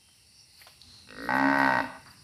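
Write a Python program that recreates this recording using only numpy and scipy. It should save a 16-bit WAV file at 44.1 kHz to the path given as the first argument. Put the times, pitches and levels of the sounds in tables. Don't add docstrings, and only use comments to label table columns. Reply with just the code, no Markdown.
import sys
import numpy as np
from scipy import signal
from scipy.fft import rfft, irfft
from scipy.io import wavfile

SR = 44100
rng = np.random.default_rng(int(sys.argv[2]) if len(sys.argv) > 2 else 0)


def dump_mix(stems):
    frames = np.atleast_2d(stems).T
    limited = np.clip(frames, -1, 1)
    pcm = np.round(limited * 32767).astype(np.int16)
    wavfile.write(sys.argv[1], SR, pcm)


N = 98475
T = np.arange(N) / SR
HZ = np.fft.rfftfreq(N, 1 / SR)
MOUTH_OPENS_S, WIDE_OPEN_S = 1.2895, 1.48


def amp(db):
    return 10 ** (np.asarray(db) / 20)


def unit(x):
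    return x / np.sqrt(np.mean(x ** 2) + 1e-20)


def curve(points):
    return np.interp(T, *np.transpose(points))


def spectrum(points, hz):
    f, value = np.transpose(points)
    return np.interp(np.log(hz + 1), np.log(f + 1), value)


def noise(gain):
    return unit(irfft(rfft(rng.standard_normal(N)) * gain, N))


def band(hz, octaves):
    return noise(np.exp(-.5 * (np.log2((HZ + 1) / hz) / octaves) ** 2))


def bell(s, half_s):
    return np.exp(-((T - s) / half_s) ** 2)


def resonate(x, hz, width):
    carrier = np.exp(2j * np.pi * np.cumsum(hz * np.ones(N)) / SR)
    pole = np.exp(-np.pi * width / SR)
    return 2 * (carrier * signal.lfilter([1 - pole], [1, -pole], x / carrier + 1e-18)).real


def resonate_twice(x, hz, width):
    return resonate(resonate(x, hz, width), hz, width)


def steep_filter(x, kind, hz, order):
    return signal.sosfilt(signal.butter(order, hz, kind, fs=SR, output="sos"), x)


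def background():
    # frequency in Hz, relative level in dB.
    bed_colour = [(18, -64), (30, -21), (73, 5), (108, 3.5), (236, -7), (341, -11), (518, -14),
                  (708, -17.5), (786, -11.5), (1080, -17.5), (1720, -18), (2010, -10), (2360, -15),
                  (2760, -3.5), (3220, -20), (4410, -4), (4900, -8.5), (5580, -2.5), (6530, -21.5),
                  (7250, -16), (9920, -5.5), (10700, -16), (15500, -28.5)]
    # peak time in seconds, level in dB, half length in seconds,
    # centre in Hz, width in octaves.
    swells = [(0.402, -57, .05, 5420, 0.073), (0.36, -61.5, 0.098, 4620, 0.032),
              (0.072, -70, 0.16, 3120, 0.044), (0.62, -58, 0.15, 4470, 0.13),
              (0.958, -54, 0.12, 4190, 0.083), (0.935, -59, 0.12, 4400, 0.42), (0.952, -66.5, 0.1, 1050, 1),
              (0.984, -64.5, 0.11, 247, 0.032), (0.966, -60.5, 0.097, 80, 0.28),
              (1.232, -52, 0.091, 4350, 0.21), (2.2, -60, 0.045, 4900, 0.093), (1.63, -55, 0.6, 129, 0.86)]
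    bed_db, rise_db_per_s, flutter_db = -60.5, 1, 0.55
    bed = noise(amp(spectrum(bed_colour, HZ)))
    bed *= amp(bed_db + rise_db_per_s * T + flutter_db * band(36, 0.57))
    return bed + sum(amp(db) * bell(s, half) * band(hz, width) for s, db, half, hz, width in swells)


def bird():
    # peak time in seconds, level in dB.
    chirps = [(2.035, -58), (2.075, -50), (2.11, -47.5)]
    centre_hz, fall_hz_per_s = 4680, 28000
    song = np.zeros(N)
    for s, db in chirps:
        cycles = (T - s) * (centre_hz - .5 * fall_hz_per_s * (T - s))
        song += amp(db) * bell(s, half_s=.007) * np.sin(2 * np.pi * cycles)
    return song


def hooves():
    # start in seconds, level in dB, centre in Hz, width in octaves, decay in seconds. # The last row
    crunches = [(0.086, -63, 1130, 1, 0.0091), (0.616, -45, 2190, 0.25, 0.0069),
                (0.615, -54, 790, 1, 0.0091), (.668, -50.5, 830, 0.79, 0.017),
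                (0.67, -48, 3000, 0.6, 0.011), (0.816, -37, 4210, 0.15, 0.0026),
                (2.06, -50, 1230, 0.53, 0.057)]
    return sum(amp(db) * band(hz, width) * (T > s) * np.exp(-abs(T - s) / decay)
               for s, db, hz, width, decay in crunches)


def grass():
    # peak time in seconds, level in dB, half length in seconds.
    swishes = [(0.164, -71, 0.034), (.612, -59, 0.019), (0.65, -63.5, 0.11), (1.255, -57, 0.042),
               (1.363, -53, 0.023), (1.59, -49, 0.0059), (1.64, -59, 0.13), (1.826, -62, 0.038),
               (2.016, -72, 0.014), (2.12, -63.5, .035)]
    # frequency in Hz, relative level in dB.
    colour = [(300, -30), (900, -7.5), (2500, -3), (7000, -17.5), (11500, -1.5), (15500, -17)]
    snaps_per_s, snaps_db = 1000, -6
    snaps = unit(rng.standard_normal(N) * (rng.random(N) < snaps_per_s / SR))
    friction = rng.standard_normal(N) + amp(snaps_db) * snaps
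    rustle = unit(irfft(rfft(friction) * amp(spectrum(colour, HZ)), N))
    return rustle * sum(amp(db) * bell(s, half) for s, db, half in swishes)


def grove(x):
    # frequency in Hz, seconds to fall 60 dB, relative level in dB.
    reverb = [(100, 0.45, -11), (256, 0.4, -3.5), (435, 0.67, 5), (764, 0.47, -3.5), (1200, 0.49, 2),
              (1486, 0.93, -12.5), (2710, 0.68, 6.5), (12400, .2, 3)]
    hz, t, grains = signal.stft(rng.standard_normal(N), SR, nperseg=256)
    t60, colour = (spectrum(np.array(reverb)[:, [0, k]], hz)[:, None] for k in (1, 2))
    tail = signal.istft(grains * amp(colour - 60 * t / t60), SR, nperseg=256)[1][:N]
    tail *= np.minimum(T / 0.02, 1)
    echo = band(1040, 0.57) * bell(0.1683, half_s=0.016)
    leaves = rng.standard_normal(N) * bell(0.0054, half_s=0.0021)
    response = sum(amp(db) * part / np.linalg.norm(part)
                   for db, part in [(-9.5, tail), (-31.5, echo), (-15, leaves)])
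    return signal.fftconvolve(x, response)[:N]


def vocal_folds():
    # time in seconds, pulse rate in Hz.
    pitch = [(1.085, 67.6), (1.12, 47.73), (1.16, 49.54), (1.2, 54.62), (1.31, 63.23), (1.38, 67.51),
             (1.53, 69.76), (1.62, 67.05), (1.72, 65.08), (1.8, 57.38), (1.84, 48.16)]
    jitter, shimmer_db, rasp_db, puff_s = .003, 0.29, -21, .007
    rate = curve(pitch)
    cycles = np.cumsum(rate * (1 + jitter * band(33, .5))) / SR
    cycles -= np.interp(MOUTH_OPENS_S, T, cycles)
    pulse_age = (cycles % 1) / rate
    clicks = np.diff(np.floor(cycles), prepend=np.floor(cycles[0])) * SR / (2 * rate)
    pulses = clicks * amp(shimmer_db * band(23, 0.38))
    puff = unit(np.exp(-pulse_age / puff_s))
    rasp = amp(rasp_db) * pulses.std() * puff * rng.standard_normal(N)
    return pulses - .5 + rasp, cycles, puff


def breath(envelope):
    # frequency in Hz, relative level in dB.
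    colour = [(300, -30), (1000, 20), (2300, 18.5), (3100, -1), (4400, 12), (5300, 6), (6500, -6.5),
              (9000, -16), (15000, -19)]
    return amp(-42.5) * envelope * noise(amp(spectrum(colour, HZ)))


def chest(cycles, mouth):
    # time in seconds, level of the fundamental in dB.
    swell = [(1.1, -90), (1.15, -58.5), (1.3, -56.5), (1.74, -54.5), (1.83, -56), (1.86, -86)]
    phase = 2 * np.pi * cycles
    return -amp(curve(swell)) * (np.sin(phase) + amp(11.5) * mouth * np.sin(2 * phase))


def upper_ring(drive, mouth):
    # centre in Hz, gain in dB.
    resonances = [(2620, -54.5), (3320, -64.5), (3800, -58.5), (4400, -59.5), (5100, -60.5)]
    # peak time in seconds, half length in seconds, level in dB.
    creaks = [(1.099, 0.019, -3), (1.817, 0.021, -1.5)]
    brightness = mouth + sum(amp(db) * bell(s, half) for s, half, db in creaks)
    return sum(amp(db) * resonate_twice(drive * brightness, hz, width=350) for hz, db in resonances)


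def nasal_hum(drive, cycles):
    # centre in Hz, width in Hz, gain in dB.
    nasal = [(195.2, 35, -35.5), (266.3, 34.6, -27)]
    lips_shut = [(477, 81, -38.5), (1450, 325, -43.5), (1486, 53, -59), (1855, 29, -37.5)]
    onset_db = 5.5 * np.clip(-cycles / 10, 0, 2)
    shut = (cycles < -.5) * amp(onset_db)
    hum = sum(amp(db) * resonate_twice(drive, hz, width) for hz, width, db in nasal)
    return hum + sum(amp(db) * resonate(drive * shut, hz, width) for hz, width, db in lips_shut)


def throat(drive):
    # centre in Hz as the mouth opens, centre in Hz when wide open, width in Hz, gain in dB.
    formants = [(601, 644, 48.7, -37), (844, 800, 44, -39), (868, 909.3, 51.4, -28), (1108, 1085, 102, -37),
                (1370, 1416, 210, -42.5), (1527, 1530, 86, -34.5), (1900, 1868, 110, -36),
                (2088, 2150, 87, -63)]
    gape = np.clip((T - MOUTH_OPENS_S) / (WIDE_OPEN_S - MOUTH_OPENS_S), 0, 1)
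    vowel = sum(amp(db) * resonate(drive, start_hz + (end_hz - start_hz) * gape, width)
                for start_hz, end_hz, width, db in formants)
    return steep_filter(vowel, "highpass", hz=502, order=4)


def moo():
    # time in seconds, relative level in dB.
    mouth_levels = [(1.278, -42), (1.287, -2), (1.36, 0.4), (1.46, -0.5), (1.53, 0.5), (1.585, 0.5),
                    (1.605, 3.5), (1.72, 0.5), (1.79, -1), (1.81, -3), (1.826, -29), (1.85, -8),
                    (1.866, -48)]
    nose_levels = [(1.06, -42.5), (1.105, -21), (1.147, -22), (1.19, -11.5), (1.275, -6.5), (1.33, -1),
                   (1.38, 0), (1.46, 5), (1.52, 1), (1.74, -3.5), (1.8, -5.5), (1.84, -6.5), (1.86, -49)]
    ground_delay_s, ground_gain = 0.003225, 0.17
    drive, cycles, puff = vocal_folds()
    voiced = (T > nose_levels[0][0]) * (T < nose_levels[-1][0])
    mouth, nose = amp(curve(mouth_levels)) * voiced, amp(curve(nose_levels)) * voiced
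    body = throat(drive * mouth) + nasal_hum(drive * nose, cycles)
    body += ground_gain * np.interp(T - ground_delay_s, T, body)
    body = steep_filter(body, "lowpass", hz=1963, order=8)
    return body + upper_ring(drive, mouth) + voiced * chest(cycles, mouth) + breath(mouth * puff)


def scene():
    cow = moo() + hooves() + grass()
    return (cow + grove(cow) + bird() + background())[None]


def record(dry):
    treble_cut = signal.firwin(511, 15600, window=("kaiser", 9), fs=SR)
    return signal.oaconvolve(dry, treble_cut[None], "same")


dry = scene()
out = record(dry)
dump_mix(out)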